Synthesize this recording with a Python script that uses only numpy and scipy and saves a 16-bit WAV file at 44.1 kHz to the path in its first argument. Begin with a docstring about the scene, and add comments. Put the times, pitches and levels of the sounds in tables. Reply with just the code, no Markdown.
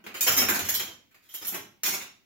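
"""Bright clinks and jangles in three bursts: steel cutlery shuffled and dropped into the plastic
basket of an open dishwasher. Each contact chatters briefly, rings one piece, clashes against its
neighbours, and knocks the basket and the wire rack. Heavier pushes make the steel tub boom faintly,
and a tiled kitchen answers over a bed of quiet air."""
import sys
import numpy as np
from scipy import signal
from scipy.fft import rfft, irfft
from scipy.io import wavfile

SR = 44100
rng = np.random.default_rng(int(sys.argv[2]) if len(sys.argv) > 2 else 0)


def materialize(psi):
    """Save the field psi as 16-bit PCM at rate SR to the path in sys.argv[1].

    A 1-D psi becomes a single channel; in a 2-D psi each row is a channel.
    """
    bounded = np.clip(np.atleast_2d(psi).T, -1, 1)
    quanta = np.round(bounded * 32767).astype(np.int16)
    wavfile.write(sys.argv[1], SR, quanta)


N = 99225
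TAIL = 32768  # samples for one hit to die away
TOP_HZ = 15850


def amp(db):
    """Decibels to gain."""
    return 10 ** (np.asarray(db) / 20)


def along(points, hz):
    """Read a curve of (f/Hz, value) points on a log frequency axis."""
    freqs, values = np.transpose(points)
    return np.interp(np.log(hz + 1), np.log(freqs + 1), values)


def unit(x):
    """Scale each channel to energy 1."""
    return x / np.sqrt(np.sum(x ** 2, axis=-1, keepdims=True) + 1e-30)


def body(colour, size=2048):
    """Impulse response of a body with the given colour, minimum phase for a tight attack."""
    gain = amp(along(colour, np.fft.rfftfreq(size, 1 / SR)))
    cepstrum = irfft(np.log(gain))
    cepstrum[1:size // 2] *= 2
    cepstrum[size // 2 + 1:] = 0
    return irfft(np.exp(rfft(cepstrum)))


def through(x, response):
    """A stereo sound passed through a response, at energy 1."""
    return unit(signal.fftconvolve(x, response[None], axes=1)[:, :x.shape[1]])


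def room_tone(level_db=-68.5):
    """Faint steady air of the kitchen: dark stereo noise."""
    # colour of the air: f/Hz, level/dB
    air_colour = [(25, -17.5), (80, -11), (350, -9.5), (900, -42), (2200, -16), (5000, -28), (9000, -36),
                  (15500, -23)]
    return amp(level_db) * np.sqrt(N) * through(rng.standard_normal((2, N)), body(air_colour))


def kitchen(direct_db=-11, early_db=-8, early_s=.012, build_cycles=1.4, left_lag_s=.00007):
    """Stereo paths from the basket: direct sound and tub-wall echoes, levelled against the room's tail."""
    # decay of the tiled room: f/Hz, t60/s
    room_t60 = [(100, 1), (260, 0.29), (700, 0.44), (1840, 0.38), (4850, 0.4), (9000, 0.31), (15000, 0.23)]
    # left-right likeness of the tail: f/Hz, correlation
    likeness = [(80, 1), (250, 0.93), (600, 0.14), (2000, 0.024), (15000, 0.0067)]
    hz, t, noise = signal.stft(rng.standard_normal((2, TAIL)), SR, nperseg=256)
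    spread = np.arccos(along(likeness, hz))[:, None] / 2
    width = np.array([np.cos(spread), np.sin(spread)])
    build = 1 - np.exp(-(t + t[1]) * hz[:, None] / build_cycles)  # the bass fills the room late
    decay = amp(-60 * t / along(room_t60, hz)[:, None])
    mid, side = signal.istft(noise * build * decay * width, SR, nperseg=256)[1][:, :TAIL]
    paths = unit(np.array([mid + side, mid - side]))
    for ear in paths:
        delays = (rng.random(14) * early_s * SR).astype(int)
        ear += amp(early_db) * unit(np.bincount(delays, rng.standard_normal(14), TAIL))
    paths[0, round(left_lag_s * SR)] += amp(direct_db)
    paths[1, 0] += amp(direct_db)
    return paths


def chatter(length_s, rebounds_per_s=600, rebound_db=2):
    """A first touch and a run of irregular rebounds."""
    times = np.cumsum(rng.exponential(1 / rebounds_per_s, size=64))
    sizes = amp(rebound_db) * rng.uniform(-1.09, 1, size=64)
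    kept = times < length_s
    return np.bincount(np.append(0, times[kept] * SR).astype(int), np.append(1, sizes[kept]))


def steel_ring(blow, piece, t60_at_3khz_s=.085, treble_damping=.25):
    """The struck piece rings in its own modes; the higher ones die faster."""
    # modes of each piece of cutlery: f/Hz, level/dB
    piece_modes = { "a": [(2433, -7), (3125, -10), (4543, -11), (4801, -12), (6718, 0), (7110, 0),
                   (7687, -8), (8530, -9), (9915, -10), (11062, -3), (12015, -1), (13035, -4), (13910, -1),
                   (14465, -1), (15633, -7)], "b": [(1397, -5), (5515, -4), (6720, -3), (6847, -6),
                   (12686, 0), (13038, 0), (13108, -3), (14440, -7), (14923, -2), (15331, -6)],
                   "c": [(1421, -2), (1528, -2), (6546, -5), (6933, -6), (7215, -3), (9087, -10),
                   (11369, -7), (11690, -1), (12209, -5), (12772, -4), (12898, -6), (14816, 0),
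                   (15460, -6)], "d": [(3130, -6), (3280, -11), (5515, -12), (5596, -10), (6739, -11),
                   (7120, -11), (8548, -16), (9927, -14), (11335, -6), (12775, -3), (13925, 0), (14430, -4),
                   (15635, -7)], "e": [(3130, -19), (7120, -10), (8545, -14), (11089, -11), (11366, 0),
                   (12489, -7), (12695, -7), (13038, -4), (13910, -6), (14440, -2), (14530, -4),
                   (15620, -9)], "f": [(2153, -6), (5515, -2), (5706, -5), (6395, -4), (6738, 0),
                   (7751, -6), (9259, -7), (9862, -8), (11972, -4), (12230, -1), (13055, -2), (14430, -5),
                   (14722, -4), (14857, -5), (15116, -2)], "g": [(2444, -10), (3122, -8), (5515, 3),
                   (6739, -9), (9922, -8), (10794, -8), (11735, -7), (12108, -5), (12688, -5), (13035, -4),
                   (13110, -6), (14440, -7), (14724, -3)], "h": [(3120, 0), (3175, -4), (3280, -5),
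                   (3703, -10), (5596, -5), (6745, -6), (11355, -5), (12780, -3), (13925, -4), (14430, -6)]}
    ring = 0
    for hz, db in piece_modes[piece]:
        t60 = t60_at_3khz_s * (3000 / hz) ** treble_damping
        radius = amp(-60 / (t60 * SR))
        feedback = [1, -2 * radius * np.cos(2 * np.pi * hz / SR), radius ** 2]
        ring += amp(db) * unit(signal.lfilter([1, 0, -1], feedback, blow))
    return unit(ring)


def neighbour_clash(blow, jangle_t60_s=.044, jangle_db=-3):
    """A crack and a jangle of brief random modes from the pieces lying around the struck one."""
    # colour of steel on steel: f/Hz, level/dB
    clash_colour = [(500, -36.5), (2000, -12), (3150, 6.5), (4400, 1.5), (5600, 5), (7100, 5), (8200, -7),
                    (9300, -4.5), (10300, -2.5), (12000, 3), (14500, 2), (15700, 2)]
    t = np.arange(SR // 8) / SR
    hz = rng.uniform(2000, TOP_HZ, size=(120, 1))
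    modes = rng.standard_normal(hz.shape) * np.sin(2 * np.pi * hz * t)
    jangle = amp(jangle_db) * unit(modes.sum(axis=0) * amp(-60 * t / jangle_t60_s))
    crack = t == 0
    return through(through(blow, crack + jangle), body(clash_colour))


def basket_knock(blow):
    """The plastic basket answers with a dry midrange clack."""
    # colour of the basket: f/Hz, level/dB
    basket_colour = [(40, -62.5), (150, -24.5), (400, -7.5), (900, -7), (1450, -0.5), (1900, 1.5),
                     (2450, 4), (3200, -2), (4300, -2.5), (8000, -20), (16000, -37)]
    return through(blow, body(basket_colour))


def rack_thump(blow):
    """The wire rack takes the blow and adds low-mid weight."""
    # colour of the rack: f/Hz, level/dB
    rack_colour = [(30, -54), (60, -24), (90, -6.5), (150, -12), (220, -2), (290, -4.5), (366, -1),
                   (470, -4.5), (640, -8.5), (780, -7.5), (930, -7.5), (1150, -7.5), (2500, -9.5),
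                   (16000, -60.5)]
    return through(blow, body(rack_colour))


def tub_boom():
    """A heavy push sets off the hollow boom of the steel tub."""
    # colour of the tub: f/Hz, level/dB
    tub_colour = [(25, -30), (45, -18), (62, -9.5), (85, 1.5), (105, -12), (140, -13.5), (300, -38.5),
                  (16000, -88.5)]
    return through(kitchen(), body(tub_colour))


def cutlery():
    """Every contact drives the piece, its neighbours, the basket and the rack; pushes boom in the tub."""
    # contacts: t/s, piece, chatter length/s, ring/dB, clash/dB, knock/dB, thump/dB
    contacts = [ (-.15, "c", .01, -64, -60, -49, -40.5), (0.04, "c", 0.0042, -83, -53.5, -85, -49.5),
                (0.0647, "b", 0.0017, -74, -46, -40.5, -42.5), (0.1425, "f", .008, -64, -38.5, -37, -44),
                (0.161, "a", 0.012, -42, -56, -41.5, -78), (0.208, "a", 0.0034, -22.5, -27.5, -37, -50),
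                (.228, "a", 0.0082, -26.5, -42, -42, -45.5), (0.265, "c", .014, -45, -20, -24.5, -33),
                (0.2788, "b", .006, -22.5, -28.5, -26.5, -30.5), (.315, "b", 0.011, -31, -25.5, -33, -37.5),
                (0.367, "g", 0.016, -22.5, -19, -26.5, -28.5), (.386, "g", .016, -25.5, -27.5, -36, -35),
                (0.415, "b", .016, -33.5, -29.5, -28.5, -29), (0.487, "c", .003, -33.5, -25, -26.5, -29.5),
                (0.492, "c", 0.01047, -24, -36, -36, -30.5), (0.537, "c", 0.026, -36, -27, -30, -32.5),
                (0.591, "c", 0.0017, -43, -28.5, -36, -36), (0.642, "f", 0.029, -42, -34, -39, -52),
                (0.688, "a", .004, -31, -26, -31, -52), (.692, "e", .005, -29, -36, -46, -53.5),
                (0.739, "d", 0.013, -26, -27.5, -36, -48), (0.797, "h", .008, -33, -31.5, -32.5, -41.5),
                (0.874, "h", 0.014, -53, -48, -58, -48), (1.112, "c", 0.0049, -71.5, -68.5, -64, -94),
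                (1.145, "c", 0.0021, -82, -58.5, -56, -69), (1.224, "d", 0.097, -68, -54, -57.5, -92),
                (1.29, "h", .025, -50, -59, -65, -76), (1.315, "d", .02, -57, -52.5, -66, -79),
                (1.341, "e", .006, -36, -43, -47.5, -66), (1.347, "h", 0.0041, -41.5, -45, -52, -59),
                (1.415, "e", 0.017, -62, -39.5, -51, -44.5), (1.449, "e", 0.0048, -38.5, -38.5, -42.5, -56),
                (1.47, "e", 0.018, -28.5, -37.5, -59, -49), (1.523, "c", 0.017, -45, -45, -43.5, -42.5),
                (1.542, "e", .009, -39, -34.5, -38.5, -37), (1.834, "f", .001, -37, -25.5, -32, -45.5),
                (1.851, "f", .018, -38, -24, -29, -66), (1.873, "f", 0.026, -28, -33, -43, -39.5),
                (1.924, "f", 0.025, -35.5, -30.5, -33, -40), (2.004, "f", 0.021, -66, -40.5, -39.5, -54)]
    # heavier pushes: t/s, level/dB
    pushes = [(0.296, -42.5), (.47, -47), (0.619, -47), (0.722, -49), (1.868, -60.5)]
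    hits = []
    for start_s, piece, length_s, ring_db, clash_db, knock_db, thump_db in contacts:
        blow = through(kitchen(), chatter(length_s))
        steel = amp(ring_db) * steel_ring(blow, piece) + amp(clash_db) * neighbour_clash(blow)
        knocks = amp(knock_db) * basket_knock(blow) + amp(thump_db) * rack_thump(blow)
        hits.append((start_s, steel + knocks))
    hits += [(start_s, amp(db) * tub_boom()) for start_s, db in pushes]
    track = np.zeros((2, N + 2 * TAIL))  # the lead-in holds a contact before time zero
    for start_s, hit in hits:
        start = TAIL + round(start_s * SR)
        track[:, start:start + TAIL] += np.sqrt(.03 * SR) * hit  # 0 dB: the energy of 30 ms at rms 1
    return track[:, TAIL:TAIL + N]


def scene(pan_db=.75):
    """The cutlery sits a little to the right, over the room tone."""
    return cutlery() * amp([[-pan_db], [pan_db]]) + room_tone()


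def record(dry):
    """A steep low-pass trims the very top of the treble."""
    low_pass = signal.firwin(401, TOP_HZ, fs=SR, window=("kaiser", 8))
    return signal.fftconvolve(dry, low_pass[None], mode="same", axes=1)


dry = scene()
out = record(dry)
materialize(out)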